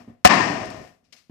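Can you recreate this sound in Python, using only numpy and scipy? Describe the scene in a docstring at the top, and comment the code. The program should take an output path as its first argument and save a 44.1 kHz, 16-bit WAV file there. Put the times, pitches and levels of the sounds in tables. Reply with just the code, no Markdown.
"""Forearm blow on a wooden dummy

A forearm strikes a wooden training dummy close to two microphones, the right one muffled, in a long
hard-walled hall. Damped modes and noise cracks form a tick, the main blow, a burst and a rattle; the blow
overloads the input. Dense echoes answer from the far end and ring on until an expander shuts them.
An earlier blow is dying away at the start. Noise bursts make two shoe scuffs, the far wall's echo of the
second and the clicks of the loose arm; dying sines make low tones that swell briefly, and soft thuds.
Steady coloured noise is the room hush.
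"""
import sys
import numpy as np
from scipy import signal
from scipy.fft import rfft, irfft, next_fast_len
from scipy.io import wavfile
from scipy.ndimage import uniform_filter1d

SR = 44100
rng = np.random.default_rng(int(sys.argv[2]) if len(sys.argv) > 2 else 0)


def volts(x):
    """Linear amplitude factor 10**(x/20) for a level x in dB, scalar or array-like."""
    e = np.asarray(x, float) / 20
    return 10 ** e


def to_wav(sig):
    """Store sig (one row per channel, or 1-D mono) as 16-bit WAV at the path in sys.argv[1].

    Samples outside -1..1 are clipped; the rate is SR.
    """
    pcm = np.clip(np.atleast_2d(sig), -1, 1) * 32767
    pcm = np.round(pcm).astype(np.int16)
    wavfile.write(sys.argv[1], SR, pcm.T)  # frames by channels


N = 57330
LEAD_S = 0.7  # computed ahead of time zero, so that the earlier blow is already dying away
SIZE = N + round(LEAD_S * SR)

# contacts with the wood: an earlier blow, then tick, main blow, burst and rattle:
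# (time [s], ring level [dB], crack level [dB], crack T60 [s])
WOOD_CONTACTS = [(-.45, 0, 5, 0.024), (.2455, -16.5, -7, 0.0093), (0.2489, 10.5, 0, 0.069),
                 (0.2538, -7, 7, 0.01), (.2735, -15.5, -5.5, 0.025)]
# muffling of the right microphone for hall sound and shoe: (frequency [Hz], left minus right [dB])
HALL_MUFFLING = [(60, 4), (110, -6.5), (200, 6), (380, 2.5), (700, 9), (1290, 12.5), (2380, 26), (4400, 38),
                 (8120, 30.5), (15000, -8)]


def read(points, hz):
    """Interpolates a table linearly along a logarithmic frequency axis."""
    f, value = np.transpose(points)
    return np.interp(np.log(hz + 1), np.log(f + 1), value)


def colour(x, points, sign=1):
    """Minimum-phase filter: folding the cepstrum of a (frequency [Hz], level [dB]) curve makes it causal."""
    size = 2 * next_fast_len(x.shape[-1] // 2 + 4096)
    level_db = sign * read(points, np.fft.rfftfreq(size, 1 / SR))
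    cepstrum = irfft(np.log(volts(level_db)), size)
    cepstrum[1:size // 2] *= 2
    cepstrum[size // 2 + 1:] = 0
    response = np.exp(rfft(cepstrum))
    return irfft(rfft(x, size) * response, size)[..., :x.shape[-1]]


def add(mix, s, sound):
    """Superposition: adds a sound to the mix from time s on."""
    part = mix[..., round((s + LEAD_S) * SR):][..., :sound.shape[-1]]
    part += sound[..., :part.shape[-1]]


def dying(t60, rise):
    """Exponential decay after a soft exponential rise, with its time axis; it ends after 0.25 s."""
    t = np.arange(SR // 4) / SR
    return t, (1 - np.exp(-t / max(rise, 1e-5))) * volts(-60 * t / t60)


def puff(points, db, t60, rise):
    """Broadband transient: coloured noise of unit power under a decaying envelope."""
    t, shape = dying(t60, rise)
    noise = colour(rng.standard_normal(len(t)), points)
    return volts(db) * shape * noise / noise.std()


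def stereo_gain(left_db, right_db):
    """Level difference between the channels, as a column of two amplitude factors."""
    return volts(np.array([[left_db], [right_db]]))


def muffled(x, points):
    """Spectral shading of one microphone: left unchanged, right filtered by the level difference."""
    return np.array([x, colour(x, points, -1)])


def room_hush():
    """Stationary background: independent coloured noise at each microphone."""
    # spectrum of the hush: (frequency [Hz], relative level [dB])
    hush_spectrum = [(30, -1), (120, -1), (400, -12), (2000, -13.5), (3500, -17.5), (5300, -21.5),
                     (9000, -27.5), (15000, -34)]
    # right-hand muffling, before the factor 0.9: (frequency [Hz], left minus right [dB])
    hush_muffling = [(200, -1.5), (2000, 8.5), (5000, 8.5), (12000, -3.5)]
    level_db = -55.5  # rms level before the muffling
    hush = colour(rng.standard_normal((2, SIZE)), hush_spectrum)
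    right = colour(hush[1], hush_muffling, -0.9)
    return volts(level_db) * np.array([hush[0], right]) / hush.std()


def hall(x):
    """Diffuse reverberation: sparse random echoes, each band with its own decay and channel coherence."""
    # likeness of left and right, limited to 0..1: (frequency [Hz], coherence [1])
    hall_coherence = [(60, .7), (200, 1), (640, 0), (1400, 0.24)]
    # reverberation time: (frequency [Hz], T60 [s])
    hall_decay = [(60, 3.3), (140, 1.11), (260, 1.034), (450, 1.39), (660, 1.268), (850, 0.77),
                  (1200, 0.93), (1830, 0.86), (2600, 0.91), (4000, 0.92), (8000, 1.128), (14000, 1.8)]
    near_walls_db = -13  # early echoes relative to the full field
    far_wall_s, build_s = 0.041, 0.012  # arrival of the far end's answer and its build-up
    size = 2 * SR
    signs = rng.choice([-1., 1.], (2, size))
    echoes = signs * (rng.random((2, size)) < 0.15)
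    hz, t, bands = signal.stft(echoes, SR, nperseg=512)
    same = np.clip(read(hall_coherence, hz), 0, 1)[:, None]
    right = same * bands[0] + np.sqrt(1 - same ** 2) * bands[1]
    right = right / volts(read(HALL_MUFFLING, hz))[:, None]
    bands = np.array([bands[0], right]) * volts(-60 * t / read(hall_decay, hz)[:, None])
    tail = signal.istft(bands, SR, nperseg=512)[1][:, :size]
    s = np.arange(size) / SR
    build_up = np.clip((s - far_wall_s) / build_s, 0, 1)
    near = volts(near_walls_db)
    tail = tail * (near + (1 - near) * build_up)
    tail = tail / np.linalg.norm(tail[0])  # unit energy on the left
    return signal.fftconvolve(x[None], tail, axes=1)[:, :len(x)]


def low_tone(db, hz, t60, rise, rough):
    """Damped oscillation: a dying sine whose amplitude slow noise makes uneven."""
    t, shape = dying(t60, rise)
    lumps = uniform_filter1d(rng.standard_normal(len(t)), 300)
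    uneven = 1 + rough * lumps / lumps.std()
    return -volts(db) * shape * uneven * np.sin(2 * np.pi * hz * t)


def low_tones():
    """Superposed damped oscillations: low tones that swell briefly, and soft thuds."""
    # (time [s], level [dB], frequency [Hz], T60 [s], rise [s])
    tone_events = [(.0, -41.5, 241.8, 0.71, 0.0017), (.072, -29, 234.4, 0.16, 0.0051),
                   (0.0751, -37, 110, .16, 0.018), (.495, -17, 287, 0.16, 0.012),
                   (.525, -23.5, 653.6, 0.17, 0.011), (.6, -35, 640.7, 0.75, 0.013),
                   (.78, -39.5, 70, 0.25, 0.018)]
    tones = np.zeros(SIZE)
    for s, *settings in tone_events:
        add(tones, s, low_tone(*settings, rough=0.3))
    # a smooth onset at the very end
    add(tones, 1.2932, low_tone(db=-31, hz=225, t60=0.2, rise=0.002, rough=0))
    return tones


def shoe_scuffs():
    """Friction noise: coloured bursts for two scuffs, and the far wall's slower-rising echo of the second."""
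    # (time [s], level [dB], T60 [s], rise [s])
    scuff_events = [(1.038, -42.5, 0.23, 0.0079), (1.1226, -37, 0.092, 0.0018), (1.16, -37, 0.188, 0.0171)]
    # spectrum of the scuffs: (frequency [Hz], relative level [dB])
    scuff_spectrum = [(200, -52), (1000, -13), (2500, 0), (3800, -4.5), (5200, 1), (8000, -13.5),
                      (11000, -19), (15000, -32)]
    shoe = np.zeros(SIZE)
    for s, db, t60, rise in scuff_events:
        add(shoe, s, puff(scuff_spectrum, db, t60, rise))
    return shoe


def arm_clicks():
    """Small impacts: dry noise bursts as the loose arm settles, panned by level difference."""
    # (time [s], left level [dB], right level [dB])
    click_events = [(.352, -30, -40.5), (.655, -38.5, -60), (.702, -37, -60.5)]
    # spectrum of the clicks: (frequency [Hz], relative level [dB])
    click_spectrum = [(1500, -16), (4000, 7.5), (9000, 0), (14000, -16.5), (16000, -44)]
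    clicks = np.zeros((2, SIZE))
    for s, left_db, right_db in click_events:
        click = puff(click_spectrum, db=0, t60=0.038, rise=0.0005)
        add(clicks, s, stereo_gain(left_db, right_db) * click)
    return clicks


def knock_into_hall():
    """Impulse excitation: each contact is one impulse filtered by the spectrum it sends into the hall."""
    # (frequency [Hz], level [dB])
    knock_spectrum = [(30, -35.5), (72, -17), (97, -18), (140, -12.5), (240, -3.5), (330, -6), (450, -15),
                      (620, -8.5), (690, -5), (730, 6), (780, -3), (900, -2), (1000, -0.5), (1100, -3),
                      (1450, -9.5), (1760, -4), (1825, 1.5), (1900, -5), (2700, -10.5), (3600, -20.5),
                      (5300, -17.5), (6500, -26), (8600, -36), (9600, -55), (15000, -68.5)]
    impulse_db = 32.5  # added to the ring level of each contact
    knocks = np.zeros(SIZE)
    for s, ring_db, _, _ in WOOD_CONTACTS:
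        add(knocks, s, volts(np.array([ring_db + impulse_db])))
    return colour(knocks, knock_spectrum)


def crack():
    """Contact noise: a very fast-rising noise burst at each contact, muffled on the right."""
    # spectrum of the crack: (frequency [Hz], relative level [dB])
    crack_spectrum = [(90, -57), (300, -25.5), (560, -11.5), (1000, 0), (2500, 4), (4000, -3), (5300, 1),
                      (8000, -8.5), (12000, -24), (16000, -31)]
    # right-hand muffling of direct sound: (frequency [Hz], left minus right [dB])
    near_muffling = [(60, -1.5), (110, -13.5), (200, 13.5), (380, 16), (700, 5.5), (1290, 6), (2380, 9),
                     (4400, 35.5), (8120, 18.5), (15000, 21)]
    bursts = np.zeros(SIZE)
    for s, _, crack_db, t60 in WOOD_CONTACTS:
        add(bursts, s, puff(crack_spectrum, crack_db, t60, rise=0.00018))
    return muffled(bursts, near_muffling)


def ring():
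    """Modal synthesis: damped modes of the dummy at each microphone, cut short together."""
    # modes, levels relative to the contact's ring level, decay before the cut:
    # (frequency [Hz], left level [dB], right level [dB], T60 [s])
    wood_modes = [(69.4, -20.5, -25.5, 0.095), (216, -20, -17.5, 0.057), (282.4, -18, -16.5, 0.053),
                  (565.7, -9, -10.5, 0.043), (728.2, -3.5, -13, .16), (1049, 4.5, -10, 0.021),
                  (1100, -18.5, -28.5, 0.023), (1221, -23, -17, 0.051), (1760, -20.5, -25.5, .1),
                  (2460, -22, -33.5, 0.097), (2740, -21, -39, 0.023)]
    right_late_s = 0.0006
    choke_s, choke_fall_s = 0.024, 0.003  # midpoint and time constant of the cut
    late = np.array([[0], [right_late_s]])
    out = 0
    for hz, left_db, right_db, t60 in wood_modes:
        t, shape = dying(t60, rise=0.001)
        mode = np.sin(2 * np.pi * hz * (t - late))  # the delay shifts phase alone
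        out = out + stereo_gain(left_db, right_db) * shape * mode
    return out / (1 + np.exp((t - choke_s) / choke_fall_s))


def ringing_wood():
    """Linear resonator: every contact excites the same modes, scaled by its strength."""
    wood = np.zeros((2, SIZE))
    modes = ring()
    for s, ring_db, _, _ in WOOD_CONTACTS:
        add(wood, s, volts(ring_db) * modes)
    return wood


def scene():
    """Superposition of direct sound, reverberation and background."""
    wood = ringing_wood()
    shoe = shoe_scuffs()
    wood_send_db, shoe_send_db = -15.5, 1
    send = knock_into_hall() + volts(wood_send_db) * wood[0] + volts(shoe_send_db) * shoe
    mix = room_hush() + hall(send) + low_tones()
    mix = mix + muffled(shoe, HALL_MUFFLING) + arm_clicks() + crack() + wood
    return mix[:, -N:]


def expand(x, knee_db):
    """Downward expansion: gain rises at once with sensed power and falls at a limited rate below the knee."""
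    sense_s, close_db_per_s = 0.004, 136  # power averaging time, fastest fall of the gain
    slope, depth_db = 7.5, 19.5  # dB of cut per dB below the knee, greatest cut
    start_db = -1.5  # lowest gain at the start
    keep = np.exp(-1 / (sense_s * SR))
    power = signal.lfilter([1 - keep], [1, -keep], (x ** 2).mean(0))
    power_db = 10 * np.log10(power + 1e-12)
    cut_db = np.clip(slope * (knee_db - power_db), 0, depth_db)
    # a running maximum on a rising ramp limits how fast the gain can fall
    fall = np.arange(N) * close_db_per_s / SR
    want_db = np.maximum(fall - cut_db, start_db)
    return x * volts(np.maximum.accumulate(want_db) - fall)


def top_cut(x):
    """Nothing passes above the cut-off."""
    return signal.sosfilt(signal.butter(12, 15630, fs=SR, output="sos"), x)


def record(dry):
    """Input chain: low cut, two-band expansion, hard clipping at overload and band limiting."""
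    low_cut_hz, split_hz, edge_hz = 60, 900, 15200
    ceiling = 0.97  # of full scale
    dry = signal.lfilter(*signal.butter(2, low_cut_hz, "high", fs=SR), dry)
    low = signal.lfilter(*signal.butter(1, split_hz, fs=SR), dry)
    expanded = expand(low, knee_db=-40) + expand(dry - low, knee_db=-47)
    clipped = np.clip(expanded, -ceiling, ceiling)
    limited = signal.oaconvolve(clipped, signal.firwin(127, edge_hz, fs=SR)[None], "same")
    finished = np.clip(limited, -1, 1)
    return top_cut(finished)


dry = scene()
out = record(dry)
to_wav(out)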